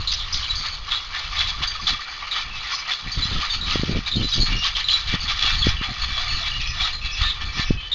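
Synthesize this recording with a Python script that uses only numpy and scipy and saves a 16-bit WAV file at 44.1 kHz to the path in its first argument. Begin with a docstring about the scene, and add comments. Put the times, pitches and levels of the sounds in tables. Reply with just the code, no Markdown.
"""A metal kinetic windmill with three vanes turns in a gusty yard, a few metres from a small camera.
With each swing loose balls run and tumble in its dry bearings, knock on the hub, ring the hollow arms
and now and then chatter into short stick-slip squeals. Wind eddies rumble, flutter and thump on the
microphone, over faint air and hum. The camera keeps only a narrow band."""
import sys
import numpy as np
from scipy import signal
from scipy.fft import rfft, irfft, next_fast_len
from scipy.io import wavfile
from scipy.ndimage import uniform_filter1d

SR = 44100
rng = np.random.default_rng(int(sys.argv[2]) if len(sys.argv) > 2 else 0)


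def put_to_file(sound):
    """Save the sound as 16-bit audio at rate SR, in the file named by the first command-line argument."""
    columns = np.atleast_2d(sound).T  # one column per channel
    safe = np.clip(columns, -1, 1)
    whole_steps = np.round(safe * 32767)
    wavfile.write(sys.argv[1], SR, whole_steps.astype(np.int16))


N = 350154
T = np.arange(N) / SR

# Levels are relative within each table.
# still air: f/Hz, level/dB
AIR_SPECTRUM = [(30, -10.5), (150, -20.5), (250, -5.5), (500, -5.5), (1000, -7), (5000, -32.5)]
# slow eddies: f/Hz, level/dB
RUMBLE_SPECTRUM = [(10, -3.5), (25, 1.5), (50, -4.5), (80, -9), (120, -17), (200, -33.5), (400, -58)]
# small eddies in a breeze: f/Hz, level/dB
BREEZE_SPECTRUM = [(40, -13), (90, 6.5), (150, 1.5), (250, -8), (400, -30.5), (700, -49)]
# small eddies in a gust: f/Hz, level/dB
GUST_SPECTRUM = [(40, -16), (90, 1), (150, 0), (250, -4.5), (400, -14.5), (700, -23.5), (1500, -52)]
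# rumble of the steady wind: t/s, level/dB
STEADY_WIND = [(0, -32), (.7, -31), (1.05, -41.5), (1.25, -33.5), (1.55, -32), (2.1, -45.5), (2.35, -43.5),
               (2.5, -40.5), (2.85, -50.5), (3.2, -39.5), (4.5, -27.5), (4.85, -35.5), (5.7, -27.5),
               (5.97, -39), (6.1, -29.5), (6.7, -32), (7.7, -31), (7.94, -41.5)]
# a brief low bump at the very start, then gusts: t/s, hold/s, rumble/dB, flutter/dB
LOW_SWELLS = [(0, 0.0075, -24, -39), (0.347, 0.019, -26, -37), (0.508, 0.035, -27, -53),
              (0.607, .02, -40, -44), (1.587, 0.028, -25.5, -38), (1.827, 0.018, -33, -37.5),
              (1.91, 0.032, -32, -37), (2.465, 0.12, -36.5, -47), (3.064, 0.017, -30.5, -32.5),
              (3.175, 0.044, -24.5, -34.5), (3.304, 0.094, -23.5, -30.5), (3.568, 0.28, -28, -36.5),
              (3.891, 0.1, -29, -23.5), (4.157, 0.087, -26.5, -24), (4.382, 0.047, -24, -24.5),
              (4.495, 0.089, -30, -33), (5.073, 0.026, -24.5, -46), (5.135, 0.019, -30, -31),
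              (5.24, .045, -28, -38.5), (5.53, 0.09, -24, -39.5), (5.647, 0.14, -22.5, -40),
              (5.894, 0.022, -31, -36), (6.091, .025, -30, -38), (6.322, 0.065, -25, -38),
              (6.563, 0.048, -24, -42), (6.684, 0.037, -25, -55), (6.81, 0.019, -32, -40),
              (7.037, .03, -28, -40.5), (7.216, 0.057, -22.5, -41.5), (7.425, 0.069, -26, -39.5),
              (7.569, 0.028, -35, -35), (7.698, .07, -22, -41)]
# vortices hitting the microphone: t/s, half width/s, suction/dB
VORTICES = [(3.256, 0.0018, -16.5), (3.758, 0.0006, -8.5), (3.797, 0.0014, -11.5), (3.835, 0.00075, -8),
            (3.896, 0.0009, -12), (3.926, 0.0007, -19), (4.17, 0.0013, -8.5), (4.216, 0.00068, -24.5),
            (4.41, 0.00079, -19), (4.524, 0.0015, -17), (5.141, 0.00091, -15.5), (5.447, 0.00066, -26),
            (5.67, 0.0008, -4), (5.688, 0.0031, -6.5), (5.814, 0.0011, -17), (6.828, 0.0046, -23),
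            (7.218, 0.0035, -11), (7.597, 0.0014, -13), (7.708, 0.00094, -2)]

# bearings turning between runs: t/s, level/dB
BEARING_IDLE = [(0, -37), (.5, -38), (.8, -41), (1.4, -37), (2.1, -39.5), (3.4, -36), (4.15, -41.5),
                (4.6, -39.5), (5.3, -34.5), (5.8, -41.5), (6.3, -35.5), (6.95, -47), (7.15, -47),
                (7.5, -41.5), (7.9, -46)]
# balls speed down a race as a vane swings over, then settle: crest t/s, rise/s, fall/s, level/dB, treble/dB
BALL_RUNS = [(.11, 0.023, 0.054, -35, 16.5), (0.431, 0.08, 0.16, -36, 10), (.66, 0.051, 0.043, -28.5, 5.5),
             (.92, 0.027, 0.053, -25.5, 4.5), (1.149, .025, 0.091, -29.5, 4), (1.41, 0.057, .035, -25.5, 7),
             (1.485, .02, .04, -32.5, 9.5), (1.635, 0.016, 0.026, -24, 7), (1.719, .02, 0.035, -33.5, -3),
             (1.892, 0.022, 0.046, -26.5, 11), (2.08, 0.028, .07, -32.5, -5.5),
             (2.23, .015, 0.059, -32, -2.5), (2.365, .03, .04, -25, 6), (2.735, 0.1, 0.049, -29, 5),
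             (2.897, 0.031, 0.022, -23.5, 0), (3.071, 0.014, 0.02, -34.5, -3),
             (3.198, 0.028, .18, -31.5, 6.5), (3.451, 0.064, 0.039, -26, 5.5),
             (3.539, 0.02, .03, -34.5, 12), (3.715, 0.036, .08, -23, 8), (3.97, 0.037, 0.035, -29, 3.5),
             (4.078, 0.024, .02, -28, 4.5), (4.221, 0.011, .025, -34.5, 5), (4.34, 0.058, 0.13, -31, 11.5),
             (4.5, 0.045, .08, -28.5, 2.5), (4.665, .035, 0.031, -24.5, 7.5), (4.8, .025, .035, -29.5, 1.5),
             (4.915, 0.013, .11, -34, 12), (5.15, 0.036, 0.017, -25, 3.5), (5.32, 0.036, 0.044, -31, 6),
             (5.469, 0.055, 0.08, -25.5, 7), (5.661, 0.025, 0.043, -24, 5.5),
             (5.839, 0.018, 0.042, -26.5, 1), (6.037, 0.022, 0.042, -27, 4),
             (6.22, 0.23, 0.061, -33.5, 8.5), (6.48, 0.26, .04, -34.5, 8.5),
             (6.618, .02, 0.066, -38.5, 13.5), (6.845, .08, 0.062, -26.5, 6), (7.06, 0.029, 0.036, -35, 10),
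             (7.22, .035, 0.069, -26.5, 6.5), (7.42, 0.052, .03, -33.5, 2), (7.609, 0.069, 0.058, -29, 5)]
# ball contacts: f/Hz, level/dB
CONTACT_SPECTRUM = [(300, -34.5), (550, -23.5), (800, -7), (1000, -8), (1180, -3), (1350, 1.5),
                    (1550, -7.5), (2100, -0.5), (2700, -1.5), (3200, 1.5), (3600, 2.5), (4500, 6),
                    (5000, 3), (5500, -4.5)]
# balls tumbling in a heap: t/s, length/s, level/dB
TUMBLES = [(0.113, 0.028, -28), (0.502, 0.01, -35), (0.903, 0.022, -41), (1.4, 0.014, -26),
           (1.616, 0.022, -29.5), (1.87, 0.028, -27), (2.355, 0.027, -31), (2.906, 0.024, -23.5),
           (4.636, 0.025, -26.5), (4.753, 0.036, -25), (5.071, 0.052, -29.5), (5.278, 0.037, -27),
           (5.387, 0.009, -24.5), (5.421, 0.014, -25.5), (6.845, 0.013, -28)]
# how hard the balls bear on the arms: t/s, level/dB
ARM_LOAD = [(0, -2.5), (2, 3), (4, 0), (5, 3.5), (5.6, 6), (7, 8), (7.9, 8)]
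# modes of the hollow arms: f/Hz, width/Hz, level/dB
ARM_MODES = [(744, 16, 1), (862, 16, -5), (1120, 40, 0), (1205, 50, 3), (1606, 30, 3), (1772, 20, 12),
             (1911, 22, 6), (2321, 36, 8), (2638, 30, 1), (2838, 36, 3), (3035, 40, 3), (3362, 46, 6),
             (3445, 44, 4.5), (3975, 50, 0), (5270, 40, 0)]
# square blows on the hub: t/s, level/dB
HUB_CLANGS = [(.916, -22.5), (1.385, -21), (1.632, -30), (1.874, -23), (2.362, -31), (2.92, -29),
              (5.428, -26), (5.625, -25)]
# single balls dropping on the hub: t/s, level/dB
HUB_KNOCKS = [(0.881, -23), (1.329, -24), (1.549, -25.5), (1.62, -23), (1.753, -23), (1.798, -21.5),
              (1.88, -19.5), (1.946, -20.5), (1.994, -22), (2.225, -20), (2.363, -18), (2.735, -17.5),
              (3.361, -20), (3.43, -17), (3.716, -20), (4.649, -18.5), (4.783, -24), (5.318, -20),
              (5.475, -22), (5.838, -21), (6.179, -20), (6.854, -16.5)]
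# squeals and low groans of a slipping bearing: t/s, length/s, f/Hz, nominal width/Hz, level/dB
SQUEALS = [(0.073, 0.017, 3920, 390, -17), (0.115, 0.013, 4800, 445, -18), (0.198, 0.035, 3500, 374, -27.5),
           (.326, 0.019, 4880, 524, -18), (0.339, 0.023, 4000, 700, -22.5),
           (0.496, 0.014, 3960, 59.5, -17.5), (0.554, 0.037, 4630, 290, -24),
           (0.617, 0.13, 4520, 200, -31.5), (0.91, 0.011, 3800, 376, -19), (0.956, .007, 3960, 230, -19),
           (1.37, 0.032, 3700, 443, -25), (1.673, 0.0082, 4730, 80, -16.5), (1.868, .006, 3480, 130, -14),
           (2.311, 0.019, 3790, 280, -23), (2.5, 0.064, 2610, 60, -35), (2.714, 0.083, 5070, 300, -29),
           (2.912, 0.0068, 3510, 60, -18.5), (3.116, 0.02, 4580, 300, -23), (3.221, 0.0063, 4040, 60, -13),
           (3.327, 0.058, 3280, 635, -28.5), (3.497, .014, 3650, 80, -21), (3.502, 0.032, 4560, 111, -23),
           (3.611, .024, 3880, 120, -23.5), (4.06, 0.019, 3600, 322, -23), (4.115, 0.024, 3720, 259, -20),
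           (4.157, 0.015, 4290, 250, -22), (4.168, 0.051, 3050, 150, -30), (4.227, 0.021, 4000, 59, -21.5),
           (4.324, 0.0084, 3870, 71, -15), (4.286, 0.022, 4900, 337, -27.5), (4.337, .04, 4500, 380, -22.5),
           (4.402, 0.034, 4365, 111, -16.5), (4.506, 0.15, 2835, 70, -28.5),
           (4.56, 0.074, 5310, 250, -31.5), (4.633, 0.02, 3250, 350, -20), (4.751, 0.0078, 3200, 330, -18),
           (4.84, 0.009, 3950, 180, -19.5), (4.884, 0.011, 3510, 600, -13.5),
           (4.899, 0.054, 4000, 160, -16.5), (5.071, .012, 3570, 500, -26), (5.203, 0.047, 4460, 272, -27),
           (5.279, .015, 3390, 150, -22.5), (5.424, .015, 3390, 60, -20.5), (5.502, .016, 3570, 82, -22),
           (5.581, 0.035, 4400, 150, -22.5), (5.62, 0.026, 3400, 119, -18), (5.765, .062, 2880, 182, -31.5),
           (5.843, .057, 737, 70, -41), (6.016, 0.015, 4330, 101, -21.5), (6.166, 0.11, 724, 60, -44),
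           (6.404, 0.028, 703, 60, -41.5), (6.759, 0.08, 740, 70, -48), (6.28, 0.083, 4390, 60, -26),
           (6.516, .056, 2866, 80, -26.5), (6.601, 0.11, 2510, 150, -31.5),
           (6.664, 0.052, 5130, 120, -29.5), (6.831, .037, 3700, 350, -22.5), (6.929, 0.03, 4190, 100, -27),
           (7.012, 0.28, 2610, 100, -34), (7.113, 0.044, 5210, 90, -30), (7.228, 0.08, 3670, 356, -22),
           (7.53, .16, 5260, 150, -36), (7.662, 0.16, 2586, 60, -38), (7.773, 0.1, 3060, 60, -34.5),
           (7.916, .018, 3660, 180, -17)]


def undb(db):
    """Decibels to gain."""
    return 10 ** (np.asarray(db) / 20)


def unit(x):
    """Scale to rms 1."""
    return x / np.sqrt(np.mean(x ** 2))


def curve(table):
    """A (t/s, value) table, sample by sample."""
    return np.interp(T, *np.transpose(table))


def colour(x, spectrum):
    """Filter by an (f/Hz, level/dB) spectrum, to rms 1."""
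    size = next_fast_len(N)
    bins_hz = np.maximum(np.fft.rfftfreq(size, 1 / SR), 1)
    hz, db = np.transpose(spectrum)
    gain = undb(np.interp(np.log(bins_hz), np.log(hz), db))
    return unit(irfft(rfft(x, size) * gain, size)[:N])


def ring(x, hz, *widths_hz):
    """One resonator per width, in series; gain 1 at the centre."""
    for width_hz in widths_hz:
        x = signal.lfilter(*signal.iirpeak(hz, hz / width_hz, fs=SR), x)
    return x


def drift(rate_hz):
    """Smooth random drift, spread near 1."""
    step = int(SR / rate_hz)
    stairs = np.repeat(rng.standard_normal(N // step + 1), step)
    return 1.2 * uniform_filter1d(stairs, step)[:N]


def clicks(size, per_s, spread_db):
    """Random impacts of uneven strength, rms 1."""
    struck = rng.random(size) < per_s / SR
    strength = undb(spread_db * np.clip(rng.standard_normal(size), -2, 2))
    sign = rng.choice([-1, 1], size)
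    return unit(sign * (struck * strength + 1e-9))


def burst(length_s, rise_s, fall_s):
    """Envelope: rise, hold until length_s, decay."""
    t = T[:SR // 2]
    return (1 - np.exp(-t / rise_s)) * np.exp(-np.maximum(t - length_s, 0) / fall_s)


def swells(base_db, rows):
    """Power sum in dB of a base and swells: t/s, hold/s, rise/s, fall/s, level/dB."""
    t, power = T[::64], 0
    for at_s, hold_s, rise_s, fall_s, db in rows:
        before, after = np.maximum(at_s - t, 0), np.maximum(t - at_s - hold_s, 0)
        power += (undb(db) * np.exp(-before / rise_s - after / fall_s)) ** 2
    return 10 * np.log10(undb(base_db) ** 2 + np.interp(T, t, power))


def add(out, at_s, x):
    """Mix x into out."""
    start = max(int(at_s * SR), 0)
    out[start:start + len(x)] += x[:max(N - start, 0)]


def air(level_db=-54.5):
    """Still air over the yard: soft noise."""
    return undb(level_db) * colour(rng.standard_normal(N), AIR_SPECTRUM)


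def hum(hz=152, width_hz=22, level_db=-60):
    """A faint hum in the yard: narrow-band noise."""
    return undb(level_db) * unit(ring(rng.standard_normal(N), hz, width_hz, width_hz))


def wind_levels(rise_s=.018, fall_s=.015, flutter_db_per_db=.65):
    """Rumble and flutter in dB: a brief opening bump; both follow the wind and leap with each gust."""
    steady_db, restless = curve(STEADY_WIND), drift(18)
    rumble_db = steady_db + 2 * restless
    flutter_db = -54 + flutter_db_per_db * (steady_db + 30) + 4 * restless
    rumbles = [(at_s, hold_s, rise_s, fall_s, db) for at_s, hold_s, db, _ in LOW_SWELLS]
    flutters = [(at_s, hold_s, rise_s, fall_s, db) for at_s, hold_s, _, db in LOW_SWELLS]
    return swells(rumble_db, rumbles), swells(flutter_db, flutters)


def vortex_thumps(gain_db=-1, skirt_ratio=2.8, lead_s=.05):
    """Suction in the core of a vortex, mild pressure before and behind it."""
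    out, t = np.zeros(N), T[:SR // 10] - lead_s
    for at_s, half_width_s, db in VORTICES:
        core = 1 / np.cosh(t / half_width_s) ** 2
        skirt = 1 / np.cosh(t / half_width_s / skirt_ratio) ** 2
        pressure = (skirt / skirt_ratio - core) / (1 - 1 / skirt_ratio)
        add(out, at_s - lead_s, undb(db + gain_db) * pressure)
    return out


def wind(choppy_db=2):
    """Slow eddies rumble, a shower of small ones flutters, a few thump the microphone."""
    rumble_db, flutter_db = wind_levels()
    rumble = colour(rng.standard_normal(N), RUMBLE_SPECTRUM)
    eddies = clicks(N, per_s=350, spread_db=2.3) * undb(choppy_db * drift(70))
    gusty = np.interp(flutter_db, [-46, -29], [0, 1])  # stronger gust: smaller eddies, higher band
    flutter = gusty * colour(eddies, GUST_SPECTRUM) + (1 - gusty) * colour(eddies, BREEZE_SPECTRUM)
    return undb(rumble_db) * rumble + undb(flutter_db) * flutter + vortex_thumps()


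def hub_clangs(hz=3378, t60_s=.42):
    """A square blow leaves one thin note hanging in the hub."""
    out, t = np.zeros(N), T[:SR // 2]
    for at_s, db in HUB_CLANGS:
        add(out, at_s, undb(db - 60 * t / t60_s) * np.sin(2 * np.pi * hz * t))
    return out


def hub_knocks(surge_db, hz=1200, width_hz=160, detune=.038, gain_db=-5):
    """Single balls drop on the hub: dull short notes. Weaker ones fall between, louder in a surge."""
    out, t = np.zeros(N), T[:SR // 10]
    age = np.pi * width_hz / 2 * t
    envelope = age * np.exp(1 - age)
    for at_s, db in HUB_KNOCKS:
        note_hz = hz * (1 + detune * rng.standard_normal())
        add(out, at_s - .002, undb(db + gain_db) * envelope * np.sin(2 * np.pi * note_hz * t))
    drops = clicks(N, per_s=150, spread_db=2.5)
    strays = unit(ring(ring(drops, 1192, 250), 1094, 410))
    stray_db = np.interp(T, [3, 4.2], [-45, -50]) + .6 * surge_db
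    return out + undb(stray_db) * strays


def faint_slips(per_s=2, mean_s=.04, centre_hz=4000, spread_oct=.3, width_hz=320, level_db=-35):
    """Weak slips of random time, length and pitch, as rows like SQUEALS."""
    draws = rng.random((64, 3))[:int(per_s * N / SR)]
    rows = []
    for slot, (when, span, pitch) in enumerate(draws):
        hz = centre_hz * 2 ** (spread_oct * (2 * pitch - 1))
        rows.append(((slot + when) / per_s, mean_s * (.5 + span), hz, width_hz, level_db))
    return rows


def squeals(gain_db=-1, bite_db=3, bite_s=.0089, stutter_db=1.5, sag=.01):
    """Stick-slip: rapid catches ring one pitch of the race, hardest at first; it wavers and sags."""
    out, t = np.zeros(N), T[:SR // 2]
    size = len(t)
    waver, stutter = drift(90), drift(75)
    for at_s, length_s, hz, width_hz, db in SQUEALS + faint_slips():
        force_db = bite_db * np.exp(-t / bite_s) + stutter_db * np.roll(stutter, rng.integers(N))[:size]
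        force = burst(length_s, rise_s=.0007, fall_s=.028) * undb(force_db)
        catches = clicks(2 * size, per_s=1000, spread_db=2.6)
        swing = signal.hilbert(ring(catches, hz, 1.08 * width_hz, 2.7 * width_hz))[size:]
        bounded = swing / (np.abs(swing) + 1e-9) ** .4  # friction limits the swing
        sag_hz = sag * hz * (.5 - np.minimum(t / length_s, 1))
        waver_hz = .22 * width_hz * np.roll(waver, rng.integers(N))[:size]
        bend = np.exp(2j * np.pi * np.cumsum(sag_hz + waver_hz) / SR)
        squeal = force * (bounded * bend).real
        rms = np.sqrt(np.sum(squeal ** 2) / (length_s * SR))
        add(out, at_s, undb(db + gain_db) * squeal / rms)
    return out


def hollow_arms(balls, gain_db=-4):
    """The balls ring the modes of the arms, louder under load."""
    modes = sum(undb(db) * ring(balls, hz, width_hz) for hz, width_hz, db in ARM_MODES)
    return undb(curve(ARM_LOAD) + gain_db) * modes


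def tumbles(gain_db=-1):
    """A heap of balls drops at once: a short shower of hard clicks."""
    force = np.zeros(N)
    for at_s, length_s, db in TUMBLES:
        add(force, at_s, undb(db + gain_db) * burst(length_s, rise_s=.001, fall_s=.025))
    hits = clicks(N, per_s=1600, spread_db=8.2)
    return force * unit(ring(hits, 3700, 2000) + .059 * hits)


def free_fall_gain(flight_s=.0074, hush_db=-5):
    """The balls are airborne just before a tumble, so the rolling hushes."""
    lifted = np.zeros(N)
    for at_s, _, _ in TUMBLES:
        add(lifted, at_s - flight_s, np.linspace(0, 1, int(flight_s * SR)) ** .5)
    return undb(hush_db * lifted)


def bearing_levels(uneven_db=1.16, idle_treble_db=6):
    """Rolling level and treble lift in dB: the bearings idle, then surge with each run."""
    idle_db = curve(BEARING_IDLE) + uneven_db * drift(26)
    runs, treble_runs = [], []
    for at_s, rise_s, fall_s, db, lift_db in BALL_RUNS:
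        runs.append((at_s, 0, rise_s, fall_s, db))
        treble_runs.append((at_s, 0, rise_s, fall_s, db + lift_db))
    level_db = swells(idle_db, runs)
    return level_db, swells(idle_db + idle_treble_db, treble_runs) - level_db


def rolling(treble_db, flicker_db=1.5):
    """Balls click over pitted races; each patch favours other pitches, most of all in the treble."""
    common = clicks(N, per_s=900, spread_db=1)
    scattered = clicks(N, per_s=400, spread_db=2.6)
    out = np.zeros(N)
    for band, hz in enumerate(np.linspace(500, 5450, 22)):
        hits = .62 * common * (-1) ** band + np.roll(scattered, rng.integers(N))
        treble_share = np.interp(hz, [2300, 3400], [0, 1])
        patch_db = (2 + .5 * treble_share) * drift(30)
        out += ring(hits, hz, 260, 560) * undb(patch_db + treble_share * (treble_db - 8.5))
    return colour(out * undb(flicker_db * drift(70)), CONTACT_SPECTRUM)


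def windmill(roll_gain_db=3):
    """Loose balls in dry bearings sound directly and through the arms and hub."""
    level_db, treble_db = bearing_levels()
    balls = rolling(treble_db) * undb(level_db + roll_gain_db) * free_fall_gain() + tumbles()
    surge_db = level_db - level_db.mean()
    return balls + hollow_arms(balls) + hub_clangs() + squeals() + hub_knocks(surge_db)


def scene():
    """The windmill in its gusty yard, mono."""
    return (hum() + windmill() + wind() + air())[None]


def record(dry, band_hz=5440, decimation=4, hiss_db=-47, sheen_db=-39, top_hz=15800):
    """The camera samples at a quarter rate; its short smoothing filter lets the treble mirror upward."""
    band = signal.sosfilt(signal.ellip(8, .3, 60, band_hz, fs=SR, output="sos"), dry[0])
    samples = band * (np.arange(N) % decimation == 0) * decimation
    smoother = signal.firwin(43, SR / decimation / 2, window=("kaiser", 7.5), fs=SR)
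    smoothed = signal.fftconvolve(samples, smoother, mode="same")
    hiss = 2 * np.gradient(band) * rng.standard_normal(N)  # follows the rattle
    out = smoothed + undb(hiss_db) * hiss + undb(sheen_db) * ring(hiss, 10280, 680)
    return signal.sosfilt(signal.ellip(10, .2, 70, top_hz, fs=SR, output="sos"), out)[None]


dry = scene()
out = record(dry)
put_to_file(out)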